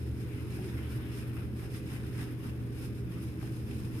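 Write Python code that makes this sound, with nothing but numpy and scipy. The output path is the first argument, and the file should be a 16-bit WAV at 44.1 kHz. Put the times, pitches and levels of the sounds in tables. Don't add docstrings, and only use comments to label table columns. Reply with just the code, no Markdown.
import sys
import numpy as np
from scipy import signal
from scipy.fft import rfft, irfft
from scipy.io import wavfile

SR = 44100
rng = np.random.default_rng(int(sys.argv[2]) if len(sys.argv) > 2 else 0)


def wav_record(signal):
    frames = np.transpose(np.atleast_2d(signal))
    bounded = np.clip(frames, -1, 1)
    quanta = np.round(bounded * 32767).astype(np.int16)
    wavfile.write(sys.argv[1], SR, quanta)


N = 176400
T = np.arange(N) / SR
HZ = np.fft.rfftfreq(N, 1 / SR)

# t/s of greatest speed, length/s, level/dB, fizz offset/dB
BRUSH_STROKES = [(.02, 0.4, -11, 5.5), (0.218, 0.059, -8.5, 5.5), (0.365, 0.19, -1.5, -4.5),
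                 (0.538, 0.12, -0.5, 1), (0.667, 0.12, -0.5, 0.5), (0.83, 0.2, 1.5, -8),
                 (0.93, 0.08, -0.5, 0.5), (1.045, 0.23, 0.5, -9), (1.188, 0.091, 1, 2.5),
                 (1.26, 0.084, -4.5, -13), (1.384, 0.15, 0, -11), (1.625, 0.1, -0.5, -0.5),
                 (1.756, 0.085, -0.4, 3), (1.93, 0.13, 1.6, 0), (2.06, 0.079, 0, -3),
                 (2.204, 0.1, 4.5, -0.5), (2.31, 0.085, -0.4, -6), (2.469, 0.1, 0.5, -3),
                 (2.612, 0.32, -9.5, -7), (2.791, 0.1, -3.5, 2.5), (2.849, 0.068, -2, 4.5),
                 (2.98, 0.062, -11, 7.5), (3.157, 0.087, -2.5, -4.5), (3.228, 0.046, -4.5, 2.5),
                 (3.282, 0.12, -7, 4), (3.454, 0.083, -2.5, 3), (3.566, 0.098, -6, 5),
                 (3.735, 0.15, -3.5, 2), (3.845, 0.1, -7, 5.5), (3.99, 0.13, -1.5, 1)]
# f/Hz, level/dB
SWISH_SPECTRUM = [(200, -21), (500, -11), (900, -3), (1500, 0.5), (2300, -2.5), (3200, -2.5), (4500, -12.5),
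                  (7000, -20), (14000, -10)]
# f/Hz, level/dB
FIZZ_SPECTRUM = [(800, -26), (2500, 1), (4000, 1), (6000, 0), (9000, -2), (12500, -3), (15000, -2.5)]
# f/Hz, level/dB, pitch waver/Hz
FAN_TONES = [(75.16, -50, 0.98), (120.35, -41, 0.29), (208.6, -60.5, 1.12), (263.2, -53.5, 0.93),
             (321.2, -53.5, 1.48), (402.3, -59, 1.8)]
# f/Hz, level/dB
AIR_SPECTRUM = [(100, 20), (700, -9), (1000, -5), (1500, 5.5), (2500, -0.5), (4000, -5), (6000, -26),
                (9000, -30), (14000, -4)]
# f/Hz, level/dB
RUMBLE_SPECTRUM = [(28, -24), (46, -16), (60, 0), (92, 3), (125, -3.5), (210, -2), (280, -9), (308, -1.5),
                   (360, -9), (410, -9.5), (520, -17.5), (640, -25.5), (1000, -31.5), (3000, -54)]
# t/s, length/s, f/Hz, level/dB
RUMBLE_SWELLS = [(.07, .22, 78, -43), (0.634, 0.19, 360, -45.5), (0.827, .26, 75, -43),
                 (3.127, 0.16, 175, -43), (3.795, 0.28, 221, -43.5), (3.884, 0.21, 76, -44.5)]
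# t/s, level/dB
BRUSH_LANDINGS = [(.578, 1.5), (1.62, -2.5), (2.21, -6), (2.45, -8), (3.42, 0), (3.695, -7)]
# f/Hz, level/dB
SQUELCH_SPECTRUM = [(150, 21), (450, -11), (800, 10.5), (1200, -29), (2500, -31), (6000, -31)]
# t/s, f/Hz, level/dB
BUBBLE_POPS = [(3.413, 1200, -51), (3.427, 870, -48.5), (3.711, 2400, -49)]
# f/Hz, coherence
PORT_COHERENCE = [(60, 0.6), (300, 0.9), (450, 0.88), (650, -0.12), (1000, 0.42), (2000, -0.17),
                  (4000, -0.058)]
# f/Hz, left level/dB, right level/dB
PORT_RESPONSE = [(443, 0, 0.5), (605, -3, 3.5), (750, 2, -1), (1420, -1.5, 0), (2630, 3, -3),
                 (3250, -6, -3.5), (3520, -4.5, -3), (4660, -8, -3.5), (5100, -6, 4.5), (5350, -7, 5.5),
                 (5320, -14, -1), (6100, -28, -3.5), (6770, -3.5, -2.5), (7400, -7.5, -14.5),
                 (7950, -9.5, 0), (8800, 4, -5), (10760, -1, 1.5), (11600, -2.5, -3), (12430, 0, 1.5),
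                 (15000, -14, -18)]

SWISH_DB, FIZZ_DB, AIR_DB, RUMBLE_DB, SQUELCH_DB = -53, -54, -55, -41.5, -41
SPEED_UP, SLOW_DOWN = 0.5, 0.39
STROKE_EDGE = 1.97


def amp(db):
    return 10 ** (np.asarray(db) / 20)


def unit(x):
    return x / np.sqrt(np.mean(x ** 2) + 1e-20)


def curve(table, column=1):
    columns = np.transpose(table)
    return np.interp(np.log(HZ + 1), np.log(columns[0] + 1), columns[column])


def noise():
    return rng.standard_normal((2, N))


def drift(rate_hz):
    return unit(irfft(rfft(rng.standard_normal(N)) * np.exp(-(HZ / rate_hz) ** 2), N))


def tone(hz, waver_hz, rate_hz):
    cycles = rng.random() + np.cumsum(hz + waver_hz * drift(rate_hz)) / SR
    return unit(np.sin(2 * np.pi * cycles))


def colour(pair, spectrum):
    left, other = rfft(pair)
    coherence = np.clip(curve(PORT_COHERENCE), -1, 1)
    right = coherence * left + np.sqrt(1 - coherence ** 2) * other
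    return unit(irfft(np.array([left, right]) * amp(curve(spectrum)), N))


def crackle(per_s, spread_db, snap_share):
    sizes = amp(spread_db * np.minimum(rng.exponential(1, N), 5))
    hits = rng.random(N) < per_s / SR
    snaps = unit(sizes * hits * rng.choice([-1, 1], (2, N)))
    return np.sqrt(snap_share) * snaps + np.sqrt(1 - snap_share) * noise()


def brush(rest_db=-10, grip_db=1.03):
    rub_power = foam_power = amp(rest_db) ** 2
    for peak, length, level_db, fizz_db in BRUSH_STROKES:
        ramp_s = length * np.where(T < peak, SPEED_UP, SLOW_DOWN)
        speed = np.exp(-np.minimum(abs(T - peak) / ramp_s, 4) ** STROKE_EDGE)
        rub_power = rub_power + speed * amp(level_db) ** 2
        foam_power = foam_power + speed * amp(level_db + fizz_db) ** 2
    bristles = colour(crackle(per_s=2500, spread_db=2.5, snap_share=0.38), SWISH_SPECTRUM)
    swish = amp(SWISH_DB) * np.sqrt(rub_power) * lather(bristles)
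    bubbles = colour(crackle(per_s=2200, spread_db=3, snap_share=0.33), FIZZ_SPECTRUM)
    fizz = amp(FIZZ_DB) * np.sqrt(foam_power) * bubbles
    return (swish + fizz) * amp(grip_db * drift(rate_hz=53))


def lather(swish, bands=16, span_hz=(788, 4630), depth_db=2.5):
    band_index = np.interp(np.log(HZ + 1), np.log(span_hz), [0, bands - 1])
    spectrum, out = rfft(swish), np.zeros((2, N))
    for k in range(bands):
        band = irfft(spectrum * np.maximum(1 - abs(band_index - k), 0), N)
        out += band * amp(depth_db * drift(rate_hz=22))
    return unit(out)


def fan(flutter_db=2.5, lag_s=0.00015):
    hum = sum(amp(db + flutter_db * drift(rate_hz=30)) * tone(hz, waver_hz, rate_hz=5.17)
              for hz, db, waver_hz in FAN_TONES)
    port_delay = np.exp(-2j * np.pi * HZ * np.array([[0], [lag_s]]))
    drone = irfft(rfft(hum + rumble()) * port_delay, N)
    return drone + amp(AIR_DB) * colour(noise(), AIR_SPECTRUM)


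def rumble(waver_share=0.0446):
    low = amp(RUMBLE_DB) * colour(noise(), RUMBLE_SPECTRUM)
    for peak, length, hz, db in RUMBLE_SWELLS:
        swell = np.exp(-((T - peak) / (length / 2)) ** 2)
        low += amp(db) * swell * tone(hz, hz * waver_share, rate_hz=40)
    return low


def squelches(rise_s=0.013, fall_s=0.016):
    pressure = np.zeros(N)
    for start, db in BRUSH_LANDINGS:
        rise = np.clip((T - start) / rise_s, 0, 1)
        fall = np.exp(-np.maximum(T - start - rise_s, 0) / fall_s)
        pressure += amp(db) * rise * fall
    pockets = colour(crackle(per_s=500, spread_db=-0.5, snap_share=0.54), SQUELCH_SPECTRUM)
    return amp(SQUELCH_DB) * pressure * pockets


def pops(fall_s=0.004, bandwidth_share=0.53):
    out = np.zeros((2, N))
    for start, hz, db in BUBBLE_POPS:
        burst = noise() * (T > start) * np.exp(-abs(T - start) / fall_s)
        radius = np.exp(-np.pi * hz * bandwidth_share / SR)
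        resonance = [1, -2 * radius * np.cos(2 * np.pi * hz / SR), radius ** 2]
        ring = signal.lfilter([1, 0, -1], resonance, burst + 1e-18)
        out += amp(db) * unit(ring) * np.sqrt(fall_s * SR / N)
    return out


def bathroom(direct, patterns=4, t60_s=0.18, tail_db=-6.5, crossfades_per_s=3.972):
    t, reflections = T[:SR // 2], np.zeros((2, N))
    for k in range(patterns):
        tail = rng.standard_normal((2, len(t))) * (t > .003) * amp(-60 * t / t60_s)
        tail /= np.linalg.norm(tail, axis=1, keepdims=True)
        crossfade = np.sqrt(2 / patterns) * np.cos(np.pi * (crossfades_per_s * T + k / patterns))
        reflections += signal.fftconvolve(direct * crossfade, tail, axes=1)[:, :N]
    return direct + amp(tail_db) * reflections


def scene():
    return bathroom(brush() + squelches() + pops()) + fan()


def record(dry, edge_hz=14500):
    ports = amp([curve(PORT_RESPONSE, column=1), curve(PORT_RESPONSE, column=2)])
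    heard = irfft(rfft(dry) * ports, N)
    lowpass = signal.firwin(511, edge_hz, window=("kaiser", 9), fs=SR)
    return signal.oaconvolve(heard, lowpass[None], "same")


dry = scene()
out = record(dry)
wav_record(out)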